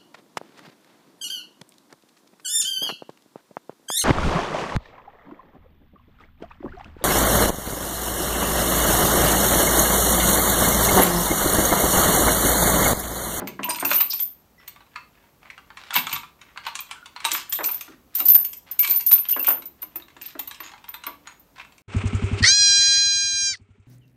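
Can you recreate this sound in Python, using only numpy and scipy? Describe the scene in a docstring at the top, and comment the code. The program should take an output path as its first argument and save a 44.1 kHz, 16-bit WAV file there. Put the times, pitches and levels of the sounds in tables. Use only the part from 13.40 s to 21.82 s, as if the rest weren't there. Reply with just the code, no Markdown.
"""Links of a steel lifting chain ring very high against each other as it is hooked on over a car engine.
Each ring is a sum of decaying bending modes, with a coloured noise click at the contact.
Steel taps on castings (noise and modes in three bands), scrapes (stick-slip noise), knocks on hollow
covers, booms of body panels and single-note chimes of small fittings accompany it.
Decaying noise tails make the garage's reverberation, over a steady faint background noise."""
import sys
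import numpy as np
from scipy import signal
from scipy.fft import rfft, irfft, next_fast_len
from scipy.io import wavfile
from scipy.ndimage import uniform_filter1d

SR = 44100
rng = np.random.default_rng(int(sys.argv[2]) if len(sys.argv) > 2 else 0)


def file_out(sig):
    """Save sig as 16-bit WAV at sys.argv[1]."""
    # one column per channel
    cols = np.atleast_2d(sig).T
    # limit, then scale
    lim = np.clip(cols, -1, 1)
    pcm = np.round(lim * 32767).astype(np.int16)
    wavfile.write(sys.argv[1], SR, pcm)


N = 371322
T = np.arange(SR // 2) / SR  # time within one hit, s


def amp(db):
    """Logarithmic level: decibels to an amplitude factor."""
    return 10 ** (np.asarray(db) / 20)


def along(points, hz):
    """Interpolation of (frequency, value) points on a logarithmic frequency axis."""
    f, v = np.transpose(points)
    return np.interp(np.log(hz + 1), np.log(f + 1), v)


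def coloured(x, gain):
    """Linear filtering: multiply the spectrum by a gain that depends on frequency."""
    m = next_fast_len(len(x) + SR // 10)
    spectrum = rfft(x, m) * gain(np.fft.rfftfreq(m, 1 / SR))
    return irfft(spectrum, m)[:len(x)]


def band(x, lo_hz, hi_hz, order=3):
    """Causal band-pass filtering (Butterworth)."""
    sos = signal.butter(order, [lo_hz, min(hi_hz, SR / 2 - 1)], 'band', fs=SR, output='sos')
    return signal.sosfilt(sos, x)


def peaked(x):
    """Short-time power: scale each hit so that its loudest 3 ms have rms 1."""
    power = uniform_filter1d(x * x, size=132, axis=-1)
    return x / np.sqrt(power.max(axis=-1, keepdims=True))


def bursts(count, t60):
    """Broadband impact: one exponentially decaying burst of noise per hit."""
    return rng.standard_normal((count, len(T))) * amp(-60 * T / t60)


def rings(count, modes, scatter_db, detune, blur_hz):
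    """Modal synthesis: strengths vary with the contact point, and loose contact blurs the pitch."""
    out = np.zeros((count, len(T)), np.float32)
    for pitch_hz, level_db, t60 in modes:
        t = T[T < t60]
        strength, offset, sign = rng.standard_normal((count, 3)).T[:, :, None]
        # the random pitch deviation is held for 90 samples at a time
        steps = np.float32(rng.standard_normal((count, len(T) // 90)))
        wander = steps[:, np.arange(len(t)) // 90]
        pitch = np.float32(pitch_hz * (1 + detune * offset)) + np.float32(blur_hz) * wander
        phase = np.cumsum(pitch * np.float32(2 * np.pi / SR), axis=1)
        gain = np.float32(np.sign(sign) * amp(level_db + scatter_db * strength))
        out[:, :len(t)] += gain * np.sin(phase) * np.float32(amp(-60 * t / t60))
    return peaked(out.astype(float))


def chatter(hits, gap, drop_db, count=2):
    """Repeated impact: each hit bounces `count` times, at uneven gaps and ever weaker."""
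    out = hits.copy()
    for row, hit, gaps in zip(out, hits, rng.uniform(.3, 1.7, (len(hits), count))):
        for k, delay in enumerate(np.cumsum(gaps) * gap, 1):
            late = max(1, int(delay * SR))
            row[late:] += amp(-drop_db * k) * hit[:-late]
    return peaked(out)


def placed(times, hits):
    """Superposition: add the hits at their start times."""
    out = np.zeros(N + SR)
    for start_s, hit in zip(np.ravel(times), hits):
        out[max(0, round(start_s * SR)):][:len(T)] += hit
    return out[:N]


def columns(table):
    """Each column of an event table, shaped to broadcast over one row per hit."""
    return np.transpose(table)[:, :, None]


SCATTER_DB = 3  # spread of strength among chance contacts


def tumbling(start_s, length_s, level_db, *shared, count):
    """Random impacts: event rows for a run of contacts at uneven times and strengths."""
    times = start_s + length_s * (np.arange(count) + rng.random(count)) / count
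    levels = level_db + SCATTER_DB * rng.standard_normal(count)
    return [(start, level, *shared) for start, level in zip(times, levels)]


# spectrum shape of the garage background: pitch_hz, level_db (relative)
AIR_SPECTRUM = [(20, -38), (45, -1), (70, -1.5), (100, -6), (230, -5), (400, -10.5), (700, -12.5),
                (1000, -14), (2000, -22), (4500, -26), (7000, -26.5), (10300, -31.5), (12000, -22),
                (15500, -26.5)]
AIR_DB = -59.5  # rms level


def air():
    """Stationary coloured noise: the steady faint background of the garage."""
    noise = coloured(rng.standard_normal(N), lambda hz: amp(along(AIR_SPECTRUM, hz)))
    return amp(AIR_DB) * noise / noise.std()


# reverberation time of the garage: pitch_hz, t60_s
REVERBERATION = [(150, 0.69), (600, 0.34), (1500, 0.29), (3700, 0.33), (9000, 0.29), (14000, 0.21)]


def garage(x, count=28):
    """Reverberation: noise tails decay per frequency; each successive stretch of sound gets a new one."""
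    out = np.zeros(N + SR)
    for part in np.array_split(np.arange(N), count):
        hz, t, z = signal.stft(rng.standard_normal(len(T)), SR, nperseg=256)
        decay = amp(-60 * t / along(REVERBERATION, hz)[:, None])
        tail = signal.istft(z * decay, SR, nperseg=256)[1][:len(T)]
        tail *= 1 - np.exp(-T / 0.0012)  # gradual onset
        echo = signal.fftconvolve(x[part], tail / np.linalg.norm(tail))
        out[part[0]:][:len(echo)] += echo
    return out[:N]


# blows that shake the body panels: start_s, level_db (drone 2.5 dB lower)
PANEL_BLOWS = [(.016, -27), (.192, -33), (.424, -33.5)]
# resonances of the panels: pitch_hz, level_db (relative), t60_s
PANEL_RESONANCES = [(138, -7, .25), (200, -1, .35), (274, 0, .28)]


def booms():
    """Plate resonance: heavy blows set the car's panels droning, with a faint noise thud."""
    start_s, level_db = columns(PANEL_BLOWS)
    count = len(start_s)
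    thud = peaked(band(bursts(count, t60=.35), 120, 340, order=5))
    drone = rings(count, PANEL_RESONANCES, scatter_db=2, detune=.008, blur_hz=20)
    drone = drone * (1 - np.exp(-T / .006))
    return placed(start_s, amp(level_db - 2.5) * (drone + amp(-17.0) * thud))


# dull blows on hollow covers: start_s, level_db (hollow ring), clack_db (over the ring, less 7 dB)
COVER_KNOCKS = [(.018, -31.5, 6.5), (.192, -33, 12), (.286, -35, 12.5), (.425, -29.5, 13.5),
                (.513, -33.5, 18), (2.557, -53, 31), (3.850, -42, 9), (3.924, -42.5, -8), (4.188, -38, 18),
                (4.206, -40.5, 21.5), (4.479, -49, 12), (4.808, -37, -26), (4.953, -45.5, 18.5),
                (5.481, -48.5, -1), (5.964, -32, 13), (6.080, -35, 20.5), (6.104, -45.5, 25.5),
                (6.174, -52.5, 17.5), (6.429, -50, -18), (6.556, -44.5, 4), (6.765, -49.5, 10),
                (6.951, -38.5, 6), (7.203, -47, -17), (7.666, -44, -16)]
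# resonances of the covers: pitch_hz, level_db (relative), t60_s
COVER_RESONANCES = [(280, -6, .25), (336, 2, .19), (400, -9, .08), (591, -5, .15), (660, -9, .12)]


def knocks():
    """Shell resonance: covers give a short clack and a hollow ring."""
    start_s, level_db, clack_db = columns(COVER_KNOCKS)
    count = len(start_s)
    hollow = rings(count, COVER_RESONANCES, scatter_db=4, detune=0.023, blur_hz=24.8)
    hollow = hollow + amp(-4) * peaked(band(bursts(count, t60=0.15), 265, 780, order=4))
    hollow = peaked(hollow * (1 - np.exp(-T / 0.0025)))
    clack = peaked(band(bursts(count, t60=0.06), 590, 1760))
    return placed(start_s, amp(level_db) * (hollow + amp(clack_db - 7) * clack))


# loose fittings that ring on: start_s, level_db (played 2 dB higher), pitch_hz, t60_s
FITTING_CHIMES = [(.250, -30, 973, .2), (.293, -23, 8830, .088), (.305, -26.5, 960, .13),
                  (.398, -30, 8920, .096), (.295, -35.5, 4950, 0.2), (.360, -36.5, 965, 0.16),
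                  (.580, -31.5, 2900, .1), (1.180, -58, 1980, .8), (1.185, -67, 5400, 0.44),
                  (1.560, -40, 1252, 0.083), (1.562, -49, 2644, .2), (3.268, -30.5, 941, .11),
                  (3.851, -25, 934, .12), (5.393, -38.5, 2240, .14), (5.440, -24.5, 2322, .067),
                  (6.622, -42.5, 3760, 0.03), (7.110, -46, 3990, .082), (7.542, -42, 4000, 0.056),
                  (7.872, -42.5, 6760, .083)]


def chimes():
    """Single-mode decay: small fittings ring with one note; the freer they hang, the longer and purer."""
    start_s, level_db, pitch_hz, t60_s = columns(FITTING_CHIMES)
    notes = []
    for pitch, t60 in zip(pitch_hz.flat, t60_s.flat):
        notes.append(rings(1, [(pitch, 0, t60)], scatter_db=0, detune=0, blur_hz=4 / t60))
    note = np.vstack(notes) * (1 - np.exp(-T / .001))
    return placed(start_s, amp(level_db + 2.0) * note)


# steel drags, squeaks or judders: start_s, length_s, level_db (5 dB lower when played),
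# pitch_hz (band centre), width_octaves
DRAGS = [(0, 0.016, -33, 350, 3.7), (.229, .021, -28, 2760, .33), (.471, 0.11, -34.5, 3230, 3.7),
         (.702, 0.031, -25, 4780, .37), (1.557, 0.013, -34, 1820, 0.9), (1.72, 0.19, -59.5, 1350, 2),
         (1.193, 0.05, -52.5, 1490, 1.7), (2.01, 0.088, -49, 1295, 1.7), (2.098, 0.013, -34.5, 2230, 0.3),
         (2.38, 0.12, -45, 1590, 2.4), (2.553, 0.039, -34, 202, 0.97), (2.61, 0.18, -48, 123, 2.1),
         (2.702, 0.057, -37.5, 2320, 1.57), (2.98, 0.15, -54, 1580, 1.5), (3.235, 0.065, -36, 1780, 2),
         (3.53, 0.12, -47, 1430, 0.21), (3.885, 0.14, -35.5, 2560, 2.6), (4.116, 0.077, -39, 3600, 0.37),
         (4.242, 0.29, -49.5, 2170, 3), (4.485, 0.028, -43, 320, 0.52), (4.51, 0.044, -51.5, 1615, 1.2),
         (4.742, 0.08, -38, 2980, 3.7), (5.259, 0.11, -49.5, 1310, 2.5), (5.84, 0.028, -37.5, 1760, 2),
         (5.925, 0.018, -31, 2860, 0.15), (5.987, .021, -31, 2720, 0.069), (6.038, 0.079, -33, 2820, 0.42),
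         (6.825, 0.11, -45, 2860, 1.9), (7.23, 0.066, -45, 6750, 0.088), (7.223, 0.081, -42.5, 1920, 2),
         (7.84, 0.097, -49, 1400, 1.5), (8.154, 0.081, -42, 1500, 1.8), (8.195, 0.0136, -35.5, 2340, 0.38)]
# steel slides briefly around each tap, from before it lands, a little louder for a hard tap
SLIDE_S, SLIDE_LEAD_S, SLIDE_HZ, SLIDE_OCTAVES = .08, 0.051, 1550, 1.9
SLIDE_DB, SLIDE_GROWS = -39.5, 0.55  # level beside a 0 dB tap (before the 5 dB cut), dB per dB of tap
# the panels shudder after each blow (level before the 5 dB cut)
SHUDDER_S, SHUDDER_DB, SHUDDER_HZ, SHUDDER_OCTAVES = 0.14, -49.5, 302, 1.73


def scrapes(slips_per_second=260, spread_db=3, slip_life=0.001):
    """Stick-slip friction: a run of tiny random contacts excites a band of noise."""
    rows = list(DRAGS)
    for start_s, tap_db, _ in STEEL_TAPS:
        level_db = SLIDE_DB + SLIDE_GROWS * tap_db
        rows.append((start_s - SLIDE_LEAD_S, SLIDE_S, level_db, SLIDE_HZ, SLIDE_OCTAVES))
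    for start_s, _ in PANEL_BLOWS:
        rows.append((start_s, SHUDDER_S, SHUDDER_DB, SHUDDER_HZ, SHUDDER_OCTAVES))
    strokes = []
    for _, length_s, level_db, pitch_hz, width_octaves in rows:
        slips = rng.random(len(T)) < slips_per_second / SR
        slips = slips * amp(spread_db * rng.standard_normal(len(T)))
        # each slip's energy dies away, over a small constant hiss
        energy = signal.lfilter([1], [1, -np.exp(-1 / (slip_life * SR))], slips ** 2) + 0.051
        pressure = np.sqrt(np.abs(np.sin(np.pi * T / length_s))) * (T < length_s) + 1e-9
        friction = pressure * np.sqrt(energy) * rng.standard_normal(len(T))
        half_width = 2 ** (width_octaves / 2)
        stroke = band(friction, pitch_hz / half_width, pitch_hz * half_width, order=2)
        rms = np.sqrt(np.sum(stroke ** 2) / (length_s * SR))
        strokes.append(amp(level_db - 5.0) * stroke / rms)
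    return placed([row[0] for row in rows], strokes)


# the clearest taps of steel on the engine: start_s, level_db, brightness_db
STEEL_TAPS = [(.073, -30.5, 2.5), (.232, -27.5, 4), (0.291, -40.5, 18.5), (.306, -25, 10),
              (.358, -32.5, 7.5), (.399, -43, 21.5), (.449, -21.5, 3.5), (.514, -18.5, -1),
              (.531, -25, 7.5), (0.55, -37.5, -8), (0.604, -25, -3), (.730, -31, 6.5), (.793, -33.5, 8),
              (1.277, -38, 6), (1.36, -48, -4.5), (1.405, -50.5, -6.5), (1.559, -33.5, -5),
              (2.103, -43.5, 1), (2.178, -41.5, -6), (2.303, -46, -9), (2.371, -36, -3), (2.506, -27.5, -3),
              (2.526, -50, -23), (2.541, -24, 7), (2.554, -21, -2.5), (2.563, -13.5, -2), (2.668, -23.5, 0),
              (2.728, -23, 2.5), (2.742, -39, -2), (2.762, -27, -1.5), (2.832, -43.5, -11),
              (3.014, -42.5, 2), (3.160, -53, -17), (3.174, -31.5, -4.5), (3.266, -24.5, -4),
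              (3.353, -25, 5), (3.390, -29, 3.5), (3.511, -28.5, 1), (3.658, -38, 1), (3.762, -34, -5),
              (3.803, -35.5, 0.5), (3.844, -27, 1), (3.850, -14, 4), (3.916, -19.5, 10), (3.949, -25, -6),
              (4.124, -23.5, 9.5), (4.241, -26.5, 12), (4.286, -36.5, -7.5), (4.409, -32, 6.5),
              (4.753, -37, 13), (4.802, -27, 2.5), (4.884, -35, 7.5), (5.047, -36, 8.5), (5.131, -39, 10),
              (5.312, -49.5, 12.5), (5.392, -30.5, 11.5), (5.431, -30, 10), (5.446, -23, 3),
              (5.474, -26, 8), (5.511, -29.5, 8), (5.607, -35.5, 12), (5.713, -27, 3.5), (5.726, -33.5, 12),
              (5.893, -32.5, 7.5), (6.045, -29.5, 3.5), (6.221, -41, 1), (6.425, -41, -3.5),
              (6.557, -39, -1.5), (6.766, -44.5, -0.5), (6.814, -36.5, 5.5), (6.993, -30, 3),
              (7.075, -40, 2.5), (7.111, -32, 2), (7.145, -40.5, 6.5), (7.203, -36.5, -6),
              (7.336, -44.5, -10), (7.441, -42, -3), (7.483, -41.5, -3), (7.541, -32.5, -1.5),
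              (7.637, -33.5, -0.5), (7.666, -32, -6.5), (7.872, -36, -1.5), (8.198, -46, -8),
              (8.322, -50.5, 1), (8.38, -49, 5.5)]
# the chain runs, and links tumble at random: start_s, length_s, ring_db, tap_db (links() plays the rings)
CHAIN_RATTLES = [(.29, .14, -35, -33), (.46, .15, -23, -28), (2.52, .08, -29, -29), (2.67, .11, -41, -31),
                 (3.86, .12, -33, -28), (4.21, .16, -29, -39), (4.78, .21, -24, -41), (5.41, .22, -26, -37),
                 (5.71, .07, -23, -36), (5.89, .16, -25, -43)]
# fingers shift the hook, which ticks faintly: start_s, length_s, level_db
HOOK_FUMBLES = [(1.304, 0.2, -59), (2.026, 0.078, -66), (3.461, 0.075, -46.5), (6.588, .13, -51),
                (6.832, 0.1, -58), (7.231, .15, -46), (8.15, .11, -49)]
# castings and brackets: pitch_hz, level_db (relative), t60_s
CASTING_RESONANCES = [(965, 1, .12), (1080, -6, .08), (1165, 0, .13), (1380, -4, .1), (1620, -7, .08),
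                      (2080, -5, .11), (2165, -4, .13), (2350, -4, .09), (2640, -4, .13), (3200, -9, .09),
                      (3440, -7, .1), (3900, -9, .08), (4350, -5, .08), (5230, -9, .07), (5740, -7, .08)]
# small hooks and bolts, different at every touch: pitch_hz, level_db (relative), t60_s
FITTING_RESONANCES = [(1050, -1, .035), (1550, 0, .03), (2300, 0, .035), (3000, -1, .03), (4100, 0, .035),
                      (5800, -2, .025), (7800, -3, .025)]
RATTLE_BRIGHTNESS_DB, FUMBLE_BRIGHTNESS_DB = 1.5, -2
CLANK_DB, CLINK_DB, CRACK_DB = -4.5, -2.5, -9.5  # low, middle and high part of a tap of brightness 0
GRAZE_LEAD_S, GRAZE_DB = 0.0045, -21  # steel grazes the surface just before it lands


def taps():
    """Impact excitation: noise, a fitting's note and the castings' ring; brightness tilts the bands."""
    rows = list(STEEL_TAPS)
    for start_s, length_s, _, tap_db in CHAIN_RATTLES:
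        rows += tumbling(start_s, length_s, tap_db, RATTLE_BRIGHTNESS_DB, count=4)
    for start_s, length_s, tap_db in HOOK_FUMBLES:
        rows += tumbling(start_s, length_s, tap_db, FUMBLE_BRIGHTNESS_DB, count=4)
    start_s, level_db, brightness_db = columns(rows)
    count = len(start_s)
    blow = bursts(count, t60=0.0082) + amp(-10.0) * bursts(count, t60=0.055)
    fitting = amp(-9) * rings(count, FITTING_RESONANCES, scatter_db=4, detune=.12, blur_hz=130)
    castings = amp(-18) * rings(count, CASTING_RESONANCES, scatter_db=4, detune=.008, blur_hz=50)
    body = (blow + fitting + castings) * (1 - np.exp(-T / 0.00043))
    body = chatter(body, gap=0.0081, drop_db=18.5, count=3)
    clank = amp(CLANK_DB - brightness_db) * peaked(band(body, 754, 1860))
    clink = amp(CLINK_DB) * peaked(band(body, 2320, 4230))
    crack = amp(CRACK_DB + brightness_db) * peaked(band(body, 5470, 9070, order=2))
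    hits = amp(level_db) * (clank + clink + crack)
    graze = amp(GRAZE_DB) * placed(start_s - GRAZE_LEAD_S, hits)
    return placed(start_s, hits) + graze


# the clearest clinks of link on link: start_s, level_db (ring 1 dB lower)
LINK_CLINKS = [(.074, -33), (.243, -24), (.294, -27.5), (.398, -29.5), (.449, -16.5), (.470, -25.5),
               (.505, -18.5), (.543, -16), (.558, -13.5), (.580, -20), (.606, -11), (.616, -36),
               (.698, -23), (.734, -21), (.800, -19), (.822, -19.5), (1.279, -34), (2.556, -18),
               (2.728, -23), (3.267, -40), (3.405, -30), (3.851, -31), (3.932, -22.5), (4.095, -28),
               (4.127, -18.5), (4.246, -21), (4.258, -17), (4.312, -25), (4.410, -31), (4.751, -15.5),
               (4.796, -17), (4.854, -10.5), (4.872, -16), (4.883, -6), (4.899, -8), (4.945, -5),
               (5.010, -22.5), (5.047, -20), (5.132, -32), (5.168, -37.5), (5.313, -24.5), (5.392, -10.5),
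               (5.474, -22.5), (5.497, -15), (5.507, -13), (5.560, -15), (5.664, -12.5), (5.683, -18),
               (5.715, -10), (5.727, -8), (5.887, -18.5), (5.914, -15.5), (5.994, -20), (6.069, -12),
               (6.085, -12.5), (6.105, -16.5), (6.256, -30.5), (6.419, -28.5), (6.428, -28.5), (6.558, -24),
               (6.818, -32), (6.860, -30), (6.992, -24.5), (7.075, -29.5), (7.203, -34), (7.489, -31.5),
               (7.541, -37), (7.666, -26), (7.996, -48)]
# bending modes of the links: pitch_hz, level_db (relative), t60_s
LINK_RESONANCES = [(13032, -.5, .26), (13075, -6, .13), (13785, -3, .14), (13870, -1, .16),
                   (14025, -2, .19), (14548, -1, .17)]
# spectral gain of a link's click: pitch_hz, level_db
CLICK_SPECTRUM = [(300, -22.5), (900, -12), (2500, -12.5), (5000, 0), (10000, -2.5), (12000, 6.5),
                  (14000, 21), (15000, -20), (15800, -19.5)]
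# links held in the hand touch lightly and are damped; loose ones strike hard and ring freely
GRIP_DAMPING_DB_PER_S, HELD_DB, LOOSE_DB = 742, -23.5, -21
LINK_GRAZE_LEAD_S, LINK_GRAZE_DB = 0.0057, -20  # links brush each other just before they strike


def links():
    """Bending vibration of bars: slightly detuned high modes ring after a click of contact."""
    rows = list(LINK_CLINKS)
    for start_s, length_s, ring_db, _ in CHAIN_RATTLES:
        rows += tumbling(start_s, length_s, ring_db, count=4)
    start_s, level_db = columns(rows)
    count = len(start_s)
    ring = rings(count, LINK_RESONANCES, scatter_db=3, detune=.002, blur_hz=56)
    grip = np.interp(level_db, [HELD_DB, LOOSE_DB], [1, 0])
    damping = amp(-GRIP_DAMPING_DB_PER_S * grip * T)
    # neighbouring links soak up part of the first swing
    swing = (1 - np.exp(-T / 0.002)) * (1 + .6 * np.exp(-T / 0.009))
    ring = chatter(ring * swing * damping, gap=0.0049, drop_db=5.5, count=3)
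    ring = amp(level_db - 1) * ring
    burst = peaked(bursts(count, t60=0.017) + amp(-0.5) * bursts(count, t60=0.084))
    click = placed(start_s, amp(level_db - 14) * burst)
    click = coloured(click, lambda hz: amp(along(CLICK_SPECTRUM, hz)))
    brush = ring * (1 - np.exp(-T / 0.0077))
    graze = amp(LINK_GRAZE_DB) * placed(start_s - LINK_GRAZE_LEAD_S, brush)
    return placed(start_s, ring) + graze + click


ROOM_LINKS_DB, ROOM_METAL_DB, ROOM_DULL_DB = -8.5, -6, -5.5  # how much of each source the garage returns


def scene():
    """Superposition of direct sound, reverberation and background."""
    high = links()
    metal = taps() + scrapes()
    dull = knocks() + booms() + chimes()
    room = garage(amp(ROOM_LINKS_DB) * high + amp(ROOM_METAL_DB) * metal + amp(ROOM_DULL_DB) * dull)
    return (high + metal + dull + room + air())[None]


TOP_HZ = 15784  # upper band limit


def record(dry):
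    """Amplitude and band limiting: clip at full scale and keep nothing above the band limit."""
    return coloured(np.clip(dry[0], -1, 1), lambda hz: hz < TOP_HZ)[None]


dry = scene()
out = record(dry)
file_out(out)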